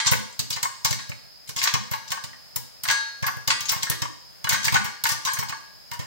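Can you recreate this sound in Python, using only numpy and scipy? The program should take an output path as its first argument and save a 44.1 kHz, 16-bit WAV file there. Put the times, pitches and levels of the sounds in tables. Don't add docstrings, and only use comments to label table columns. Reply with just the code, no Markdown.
import sys
import numpy as np
from scipy import signal
from scipy.fft import rfft, irfft, next_fast_len
from scipy.io import wavfile
from scipy.ndimage import uniform_filter1d, map_coordinates

SR = 44100
rng = np.random.default_rng(int(sys.argv[2]) if len(sys.argv) > 2 else 0)


def to_wav(s):
    ch = np.atleast_2d(s).T
    pcm = np.round(np.clip(ch, -1, 1) * 32767)
    wavfile.write(sys.argv[1], SR, pcm.astype(np.int16))


N = 267246

# [t/s, hollow body level/dB, steam level/dB, hull crackle level/dB, first snap peak/dB,
# thump level/dB, rise/s, spit t60/s, spit f/Hz, steam left-right level/dB]
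KERNEL_BURSTS = [(0.06, -30, -23, -40, -26, -23, 0.0017, 0.06, 4460.0, -2.5),
                 (0.068, -27.5, -15.5, -40.0, -14, -35, 0.00066, 0.11, 7350, -2.5),
                 (0.114, -23.5, -24, -23.5, -5, -12, 0.0036, 0.13, 3080.0, 1.0),
                 (0.166, -51, -40, -48, -33, -33, 0.0018, 0.05, 2710.0, 6),
                 (0.392, -40, -22.0, -22.5, -27, -22.5, 0.0006, 0.077, 4420, -2.5),
                 (0.503, -37, -26, -27, -11, -28.5, 0.0021, 0.081, 8270.0, -1.0),
                 (0.561, -33.5, -33, -36.0, -26, -33, 0.00085, 0.09, 2780.0, 1),
                 (0.627, -28.0, -22, -22, -24, -30, 0.0026, 0.048, 7170.0, -1),
                 (0.846, -25.5, -18, -20, -21, -21, 0.00071, 0.11, 5560, -0.0),
                 (0.907, -43, -26, -28, -25, -18, 0.0007, 0.047, 8420.0, 6),
                 (0.927, -28.5, -26.0, -39.0, -9.5, -36, 0.00028, 0.016, 7800, -3),
                 (1.093, -48, -40.5, -53.0, -24.5, -24.5, 0.0005, 0.04, 5380.0, 1),
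                 (1.489, -41, -34.5, -38, -25, -31, 0.0028, 0.074, 6650.0, -3.5),
                 (1.559, -37, -29.5, -36.5, -32.0, -30, 0.0046, 0.34, 7000, 0.5),
                 (1.621, -44, -31, -30, -38.0, -42, 0.009, 0.13, 3230, -4),
                 (1.63, -47, -36, -30, -28.0, -35, 0.0034, 0.06, 6780.0, 1.0),
                 (1.638, -30, -20.5, -21, -21.0, -42.0, 0.0012, 0.041, 6840, 4),
                 (1.738, -24, -21, -31, -10, -17, 0.00065, 0.054, 5300, 3),
                 (1.911, -34.5, -35.5, -29.5, -23, -23, 0.0021, 0.22, 2710.0, 2),
                 (2.103, -40, -33.5, -37.0, -28.0, -32, 0.0011, 0.1, 4310.0, 2),
                 (2.117, -26.5, -25.5, -25.5, -11, -37, 0.0014, 0.056, 2700, -0.5),
                 (2.238, -39, -34, -35, -27.5, -30.5, 0.00088, 0.072, 3670, -1),
                 (2.559, -33, -29.5, -17, -10.0, -26.5, 0.0012, 0.042, 7200, 6),
                 (2.834, -38, -32, -23.5, -22, -36, 0.0013, 0.077, 8480.0, -2),
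                 (2.876, -33.0, -34, -36.0, -24.0, -38, 0.0014, 0.041, 2710.0, 3),
                 (2.885, -31, -39, -33, -16, -31, 0.00089, 0.04, 2710.0, 2),
                 (2.908, -31, -26, -27, -24, -40.0, 0.0034, 0.1, 8180.0, 5),
                 (3.224, -31.5, -34.5, -47, -26, -20.5, 0.00079, 0.12, 4840.0, 0.0),
                 (3.264, -28.0, -29.5, -23.5, -21, -31.5, 0.0013, 0.067, 4700, -1.5),
                 (3.366, -48.0, -50.0, -44, -34, -28.5, 0.002, 0.05, 5020.0, 2),
                 (3.475, -26.5, -23.5, -24, -8.5, -21.5, 0.0016, 0.072, 4640, 3),
                 (3.606, -47, -28.0, -43, -12, -32, 0.0013, 0.04, 6160.0, 0.0),
                 (3.691, -32.0, -19, -20.5, -26.0, -37, 0.0012, 0.091, 5800, 1),
                 (3.714, -34, -32, -21.5, -22.0, -28, 0.0029, 0.18, 7620.0, 2),
                 (3.759, -36, -39, -48.0, -36.0, -26, 0.0023, 0.11, 5040.0, -2),
                 (3.831, -27.5, -23.5, -29, -24.0, -29, 0.00023, 0.016, 5930, -1),
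                 (3.898, -33, -26.5, -15.5, -21, -18.5, 0.00024, 0.076, 6180.0, 4),
                 (4.018, -30.0, -26.0, -34, -28, -21, 0.0014, 0.042, 5450.0, 2.5),
                 (4.442, -28.5, -29.5, -36, -25, -25.0, 0.00082, 0.031, 3900, 0),
                 (4.492, -29, -18.5, -24.0, 3.5, -43, 0.00096, 0.063, 7340, 2),
                 (4.505, -26.5, -28, -31.0, -22.0, -26, 0.0017, 0.081, 6960.0, 2),
                 (4.525, -42, -25, -25.0, -19.0, -18.5, 0.0029, 0.12, 4060, -0.5),
                 (4.643, -34, -25, -30.0, -22, -33, 0.001, 0.033, 4570.0, 2),
                 (4.651, -29, -22, -23.0, -3.5, -33, 0.00067, 0.0088, 4650, -3),
                 (4.667, -31.5, -46, -27, -28.0, -23, 0.0025, 0.097, 2710.0, -1.0),
                 (4.722, -33, -36, -31, -23, -18, 0.0015, 0.062, 2710.0, 2),
                 (4.739, -23, -21.5, -23.5, -15, -17, 0.0029, 0.096, 2680, 2),
                 (4.843, -34.5, -33.0, -38, -19.0, -25.0, 0.001, 0.21, 2710.0, 4.5),
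                 (5.037, -29, -23.0, -18.0, -18.0, -29, 0.0012, 0.043, 4800, -1),
                 (5.065, -33, -27, -32, -14, -43, 0.0012, 0.05, 2710.0, 7),
                 (5.087, -30, -24.0, -21, -19.0, -38, 0.0023, 0.24, 5060.0, 2.5),
                 (5.115, -40, -31, -24.5, -16, -25, 0.0037, 0.12, 5300, 5),
                 (5.249, -33, -25, -30.5, -19, -34, 0.0018, 0.15, 7350, 1),
                 (5.334, -38.0, -31.5, -26, -4, -35, 0.0013, 0.0087, 6310.0, 4),
                 (5.386, -34.5, -29.5, -29, -17.0, -22, 0.0025, 0.13, 5600, 0),
                 (5.43, -48, -48, -38, -27.0, -43, 0.002, 0.081, 5120.0, 0.5),
                 (5.492, -35.5, -33.5, -35, -32.0, -28, 0.0009, 0.073, 4050, 0),
                 (5.913, -35, -35.5, -36, -35, -32.0, 0.0016, 0.037, 5040.0, -1.5),
                 (5.933, -41, -39.5, -35, -21, -40, 0.0019, 0.12, 4820.0, -0.0),
                 (5.991, -39, -38.5, -46, -27.0, -23, 0.00072, 0.27, 2710.0, -3)]
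# [t/s, knock level/dB, bright clack level/dB, ring level/dB, lid level/dB,
# struck spot f/Hz]
KERNEL_KNOCKS = [(.001, -30, -22.5, -35, -31, 1510), (0.047, -31, -32, -41, -45, 1830),
                 (.122, -23, -39, -53, -51, 540), (.134, -20.5, -32, -55, -39, 2300),
                 (.652, -22, -52, -71, -41, 1030), (.857, -29.5, -30, -43, -51, 1040),
                 (0.99, -36.5, -36, -48.5, -58, 1880), (1.118, -34, -47, -59, -60, 2320),
                 (1.616, -27, -25.5, -49, -49, 2230), (1.655, -25, -50, -46, -28, 1610),
                 (1.673, -24, -17.5, -43, -52, 1050), (1.752, -23, -54, -62, -59, 1110),
                 (1.935, -22, -33.5, -49, -36, 890), (2.173, -32.5, -61, -68, -37, 1090),
                 (2.331, -43, -60, -76, -54, 2100), (2.853, -31, -33, -44, -38, 1540),
                 (2.886, -22.5, -20.5, -48, -52, 2200), (2.899, -22, -24, -32, -30, 1510),
                 (3.241, -30, -35, -51, -24.5, 1690), (3.281, -22, -37, -66, -29, 1550),
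                 (3.503, -19.5, -17, -32.5, -30.5, 1600), (3.724, -27, -41, -50, -57, 880),
                 (3.868, -30.5, -51, -51, -34, 1510), (3.914, -29, -29.5, -45, -39, 1520),
                 (4.053, -27.5, -59, -70, -58, 1000), (4.470, -25, -40, -50, -35, 1440),
                 (4.522, -25, -27, -37, -46, 1500), (4.542, -23.5, -26.5, -42, -33.5, 1530),
                 (4.681, -18.5, -25.5, -61, -54, 2160), (4.723, -27, -49, -37.5, -52, 500),
                 (4.747, -23, -50, -58, -57, 430), (4.757, -16, -45, -56, -28, 1400),
                 (4.766, -23.5, -24.5, -48, -28.5, 1660), (4.861, -35, -46, -61, -45, 1300),
                 (5.054, -20.5, -24, -46, -22.5, 1620), (5.273, -24, -54, -44, -23.5, 990),
                 (5.286, -29.5, -41, -49, -29, 1630), (5.369, -30.5, -40, -48, -36, 1640),
                 (5.426, -26, -53, -54, -57, 900), (5.524, -27.5, -51, -53, -34.5, 1160)]
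# [t/s, level/dB, centre f/Hz]
STEAM_SPURTS = [(0.321, -47, 7260), (.522, -27.5, 5050), (1.470, -44.5, 8660), (1.582, -26, 5400),
                (2.074, -38.5, 5300), (3.471, -24, 4950), (3.650, -32.5, 6500), (3.681, -27.5, 5430),
                (3.82, -30, 5030), (4.626, -31, 5900), (5.266, -28.5, 5330), (5.310, -40, 7500),
                (5.480, -35, 5170)]
# [f/Hz, level/dB, t60/s]
WALL_MODES = [(899, -3, .4), (1044, -4, .4), (1112, -9, .4), (1184, -6, .4), (1394, -7, .6), (1542, -6, .4),
              (1647, 1, .7), (1941, -3, .5), (2159, -5, .5), (2238, -4, .6), (2498, -8, .6), (2853, -8, .5),
              (3181, -6, .6), (3350, -7, .55), (3520, -9, .4), (3650, -9, .4), (3849, 1, .5),
              (4116, -2, .45), (4312, -3, .85), (4341, -4, .5), (4486, -6, .45), (4661, -6, .4),
              (4849, -4, .7), (5076, -9, .4), (5380, -1, .6), (5609, -10, .4), (5969, -4, .6),
              (6062, -12, .5), (6557, -8, .6), (6912, -8, .35), (7203, -9, .55), (7822, -9, .45),
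              (8207, -4, .38), (8479, -13, .35), (8929, -10, .33), (9664, -14, .4), (10422, -17, .42)]
# [f/Hz, level/dB, t60/s]
LID_MODES = [(897, -9, .35), (1041, -13, .35), (1181, -11, .5), (1509, -9, .3), (1659, -3, .52),
             (1667, -11, .35), (4848, -17, .45), (5968, -15, .55)]
# [f/Hz, width/Hz, level/dB]
CAVITY_RESONANCES = [(537, 100, -12), (740, 97, -6), (924.5, 59, 5), (1079, 34.7, 6), (1145, 58, -1),
                     (1489, 101, -5), (1698, 102, -7.5), (1828, 47, 0), (2148, 139, -0.5), (2900, 520, -11)]
# [f/Hz, level/dB, t60/s]
ROOM_MODES = [(73, -21, .3), (101.7, -16, 0.29), (117.7, -9.5, 0.34), (160, -22, .2), (209, -22.5, 0.33),
              (279, -28, .2), (297, -30, 0.17)]
# [f/Hz, level/dB]
STEAM_SPECTRUM = [(250, -22), (700, -23), (2000, -10.5), (3000, 0), (4200, 3), (5500, 5), (7400, 1),
                  (8800, -8.5), (11500, -24), (16000, -65)]
# [f/Hz, level/dB]
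CRACK_SPECTRUM = [(300, -25), (1500, -11), (5000, -27), (8500, 10.5), (11300, 5.5), (13300, 12.5),
                  (15700, 14)]
# [f/Hz, level/dB]
CLACK_SPECTRUM = [(250, -12), (900, -6.5), (2000, 7.5), (3000, 3), (4200, 5), (5500, 3), (7400, -1.5),
                  (8800, -17), (11500, -21), (16000, -31)]
# [f/Hz, level/dB]
SPURT_SPECTRUM = [(1000, -11.5), (3000, 2.5), (4300, 3), (5500, -4.5), (7400, -2), (8300, -13),
                  (9500, -11.5), (16000, -12)]
# [f/Hz, level/dB]
FLAME_SPECTRUM = [(25, -8), (60, -5), (125, 5), (300, -8.5), (600, -4.5), (1100, -13.5), (1800, -12),
                  (3000, -16), (4200, -14.5), (5800, -20), (6600, -15.5), (8000, -23.5), (16000, -16.5)]
# [f/Hz, width/Hz, level/dB]
NOZZLE_RESONANCES = [(4710, 190, -7), (5180, 300, 4.5), (5310, 120, 2)]
# [f/Hz, t60/s]
ROOM_DECAY = [(150, 0.43), (500, 0.52), (1400, 0.57), (4000, 0.57), (8000, 0.56), (15000, 0.32)]
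# [f/Hz, level/dB]
MID_RESPONSE = [(60, -14.5), (140, -21.5), (280, -19), (500, -7.5), (800, -2.5), (1000, -0.5),
                (16000, -1.5)]
# [f/Hz, level/dB]
SIDE_RESPONSE = [(250, 1.5), (500, -0.5), (900, -2.5), (1050, 1), (2100, -3), (2400, 2), (2800, -1)]
# [f/Hz, left-right level/dB]
BALANCE = [(250, 0.5), (600, 1.5), (1100, -0.5), (2000, 1.5), (4000, -5), (7500, 7.5), (12000, 2),
           (16000, -2)]

RIPPLE_DB = 3.5
TOP_HZ = 15850
LEFT_LAG_S = .00063
POP_RING_DB = -29.5
THUD_DB = -16
PUSH_HZ, PUSH_WIDTH_S, PUSH_PEAK_S = 119, 0.0039, 0.0072
RETURN_S, RETURN_DB = 0.032, -15
LINGER_DB, LINGER_T60_S = -11.5, 0.17
TICKS_PER_S, TICK_DB = 24, -49


def pops():
    s, body_db, steam_db, crack_db, snap_db, _, rise, spit_s, spit_hz, pan_db = np.transpose(KERNEL_BURSTS)
    jet = favouring(colour(STEAM_SPECTRUM), spit_hz, width_share=0.07, boost_db=-9)
    hull_colour = colour(CRACK_SPECTRUM)
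    body = bursts(resonances(CAVITY_RESONANCES), rise, t60=1.3 * spit_s, grain_db=0.5,
                  ripple_db=RIPPLE_DB, memory=0.0033, alike=0.7)
    steam = bursts(jet, rise, t60=spit_s, grain_db=2.0, ripple_db=RIPPLE_DB, memory=0.0021, alike=0.021)
    crack = bursts(hull_colour, rise, t60=.7 * spit_s, grain_db=2.5,
                   ripple_db=RIPPLE_DB, memory=0.000094, alike=0.14)
    snap = bursts(hull_colour, 0 * rise, t60=.005, grain_db=8, ripple_db=2, memory=.0001, alike=.6)
    snap /= np.abs(snap).max(axis=(1, 2), keepdims=True)
    track = np.zeros((2, N))
    for i in range(len(s)):
        sides = amp(np.array([[.5], [-.5]]) * pan_db[i])
        hull = amp(crack_db[i]) * crack[i] + amp(snap_db[i]) * snap[i]
        add(track, s[i], amp(body_db[i]) * body[i] + sides * amp(steam_db[i]) * steam[i] + hull)
    return track + steel(WALL_MODES, s, np.maximum(body_db, steam_db) + POP_RING_DB)


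def thumps():
    t = np.arange(SR // 2) / SR
    sides = np.array([[.5], [-1.5]])

    def packet(u):
        return np.exp(-.5 * (u / PUSH_WIDTH_S) ** 2) * np.cos(2 * np.pi * PUSH_HZ * u)

    track = np.zeros((2, N))
    for s, _, _, _, _, db, *_ in KERNEL_BURSTS:
        stretch = 1 + .01 * rng.standard_normal()
        u = (t - 2 * PUSH_PEAK_S) * stretch
        late = np.maximum(u, 0)
        sway = 0
        for hz, level, t60 in ROOM_MODES:
            strength = amp(level + rng.normal(0, 1.6))
            sway = sway + strength * np.cos(2 * np.pi * hz * late) * fade(late, t60)
        push = packet(u) + amp(RETURN_DB) * packet(u - RETURN_S) + (1 - fade(late, 0.12)) * sway
        add(track, s - PUSH_PEAK_S, amp(db) * push * sides)
    return track


def thuds():
    hollow = resonances([(224, 185, -6), (374, 300, -4.5), (480, 207, -4), (604, 29, -7.5)])
    booms = bursts(hollow, np.full(len(KERNEL_BURSTS), .003), t60=0.051, grain_db=-0.5,
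                   ripple_db=RIPPLE_DB, memory=0.0021, alike=0.78)
    track = np.zeros((2, N))
    for (s, _, _, _, _, db, *_), boom in zip(KERNEL_BURSTS, booms):
        add(track, s, amp(db + THUD_DB) * boom)
    return track


def knocks():
    s, knock_db, clack_db, ring_db, lid_db, spot_hz = np.transpose(KERNEL_KNOCKS)
    contact = np.zeros(len(s))
    hollow = favouring(resonances(CAVITY_RESONANCES), spot_hz, width_share=.2, boost_db=1)
    knock = bursts(hollow, contact, t60=0.051, grain_db=5.5,
                   ripple_db=RIPPLE_DB, memory=0.0018, alike=0.61, strike_db=0.5)
    clack = bursts(colour(CLACK_SPECTRUM), contact, t60=0.068, grain_db=3.0,
                   ripple_db=2.5, memory=0.0077, alike=0.09, strike_db=-11)
    track = np.zeros((2, N))
    for i in range(len(s)):
        add(track, s[i], amp(knock_db[i]) * knock[i] + amp(clack_db[i]) * clack[i])
    wall = steel(WALL_MODES, s, ring_db)
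    lid = steel(LID_MODES, s, lid_db, spread_db=1)
    return track + wall + lid


def spurts():
    s, level_db, centre_hz = np.transpose(STEAM_SPURTS)
    jet = favouring(colour(SPURT_SPECTRUM), centre_hz, width_share=0.16, boost_db=6.5)
    hisses = bursts(jet, np.full(len(s), .006), t60=0.1, grain_db=1.5,
                    ripple_db=RIPPLE_DB, memory=0.0017, alike=0.069)
    track = np.zeros((2, N))
    for start, db, hiss in zip(s, level_db, hisses):
        add(track, start, amp(db) * hiss)
    return track * amp([[1.5], [-3]])


def sizzle():
    moments = rng.random(N) < TICKS_PER_S / SR
    spread_db = 5 * rng.standard_normal((2, N)).clip(-2, 1.5)
    return filtered(moments * amp(TICK_DB + spread_db), colour(CLACK_SPECTRUM))


def burner():
    flame = unit(filtered(rng.standard_normal((2, N)), colour(FLAME_SPECTRUM)))
    tilt = [(3000, 5), (4400, 17), (5300, 7.5), (5800, -4)]  # f/Hz, level/dB
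    jet = filtered(rng.standard_normal((2, N)),
                   lambda hz: resonances(NOZZLE_RESONANCES)(hz) * amp(along(tilt, hz)))
    knots = rng.standard_normal(N * 25 // SR + 4)
    flutter = amp(0.85 * map_coordinates(knots, [np.linspace(0, len(knots) - 1, N)]))
    flicker = amp(0.63 * map_coordinates(knots, [np.linspace(len(knots) // 3, 0, N)]))
    return amp(-50.0) * flicker * flame + amp(-49.5) * flutter * unit(jet)


def kitchen(x, wet):
    hz, t, z = signal.stft(rng.standard_normal((2, SR)), SR, nperseg=256)
    tail = signal.istft(z * fade(t, along(ROOM_DECAY, hz)[:, None]), SR, nperseg=256)[1]
    tail *= 1 - fade(np.arange(tail.shape[1]) / SR, 0.014)
    tail = filtered(tail / np.linalg.norm(tail[0]), colour(wet))
    crossed = 0.57 * x + 0.32 * x[::-1]
    return signal.fftconvolve(crossed, tail, axes=1)[:, :N]


def scene():
    pot = pops() + knocks() + spurts() + thuds() + sizzle()
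    room = kitchen(pot, wet=[(200, 5.5), (1200, -4.0), (4500, -3.5), (8000, -5.0), (14000, -7.0)])
    return pot + room + thumps() + burner()


def record(dry):
    mid = filtered(dry.mean(0), colour(MID_RESPONSE))
    side = filtered((dry[0] - dry[1]) / 2, lambda hz: amp(along(SIDE_RESPONSE, hz)))

    def microphone(hz):
        lean = amp(along(BALANCE, hz) * np.array([[.5], [-.5]]))
        return lean / np.sqrt(1 + (hz / TOP_HZ) ** 200)

    return filtered(np.array([mid + side, mid - side]), microphone)


def bursts(response, rise, t60, grain_db, ripple_db, memory, alike, strike_db=-60):
    t = np.arange(SR // 6) / SR
    own, common, rough, paths = rng.standard_normal((4, len(rise), len(t)))
    noise = np.stack([alike * common + np.sqrt(1 - alike ** 2) * own, common], axis=1)
    grain = amp(grain_db * unit(uniform_filter1d(rough, size=24)))
    swell = np.minimum(t / np.maximum(rise, 1 / SR)[:, None], 1) ** 2
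    echoes = paths * t * np.exp(-t / memory)
    echoes *= np.log(amp(ripple_db)) * np.sqrt(2) / np.linalg.norm(echoes, axis=1, keepdims=True)

    def placed(hz):
        spot = np.exp(rfft(echoes, 2 * len(hz) - 2))[:, None]
        lag = np.exp(-2j * np.pi * hz * LEFT_LAG_S * np.array([[1], [0]]))
        return response(hz) * spot * lag

    direct = grain * fade(t, np.reshape(t60, (-1, 1)))
    linger = amp(LINGER_DB) * np.sqrt(grain) * fade(t, LINGER_T60_S)
    drive = noise * (swell * (direct + linger))[:, None]
    drive[..., 0] += amp(strike_db) * np.linalg.norm(drive, axis=2)
    x = filtered(drive, placed)
    return x / np.sqrt(np.mean(x[..., :SR // 100] ** 2, axis=(1, 2), keepdims=True))


def steel(modes, times, levels_db, spread_db=3.5):
    t = np.arange(SR * 4 // 5) / SR
    hz, db, t60 = np.transpose(modes)[:, :, None]
    decay = amp(db) * fade(t, t60) * (1 - fade(t, 0.00014))
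    twin_hz = hz * (1 + .003 * hz / 2000)
    sines = decay * np.sin(2 * np.pi * hz * t)
    cosines = decay * np.cos(2 * np.pi * hz * t)
    twins = .5 * decay * np.sin(2 * np.pi * twin_hz * t)
    waves = np.vstack([sines, cosines, twins])
    track = np.zeros((2, N))
    for s, level in zip(times, levels_db):
        phase = 2 * np.pi * rng.random((2, len(hz)))
        strength = amp(level + spread_db * rng.standard_normal(len(hz)))
        twin_part = rng.standard_normal(phase.shape)
        weights = strength * np.array([np.cos(phase), np.sin(phase), twin_part])
        add(track, s, np.hstack(weights) @ waves)
    return track


def favouring(response, centres_hz, width_share, boost_db):
    c = centres_hz[:, None, None]
    return lambda f: response(f) * (0.5 + resonances([(c, width_share * c, boost_db)])(f))


def resonances(modes):
    def response(f):
        total = 0
        for k, (c, w, db) in enumerate(modes):
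            total = total + (-1) ** k * amp(db) * 1j * f * w / (c * c - f * f + 1j * f * w)
        return total
    return response


def colour(points):
    def response(hz):
        cepstrum = irfft(np.log(amp(along(points, hz))))
        half = len(cepstrum) // 2
        return np.exp(rfft(cepstrum * np.r_[1, np.full(half - 1, 2), np.zeros(half)]))
    return response


def filtered(x, response):
    n = x.shape[-1]
    m = 2 * next_fast_len(n // 2 + 2048)
    return irfft(rfft(x, m) * response(np.fft.rfftfreq(m, 1 / SR)), m)[..., :n]


def along(points, hz):
    f, v = np.transpose(points)
    return np.interp(np.log(hz + 1), np.log(f + 1), v)


def fade(t, t60):
    return np.exp(-np.log(1000) * t / t60)


def amp(db):
    return 10 ** (np.asarray(db) / 20)


def unit(x):
    return x / np.sqrt(np.mean(x ** 2) + 1e-20)


def add(track, s, sound):
    part = track[:, max(0, round(s * SR)):][:, :sound.shape[-1]]
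    part += sound[:, :part.shape[-1]]


dry = scene()
out = record(dry)
to_wav(out)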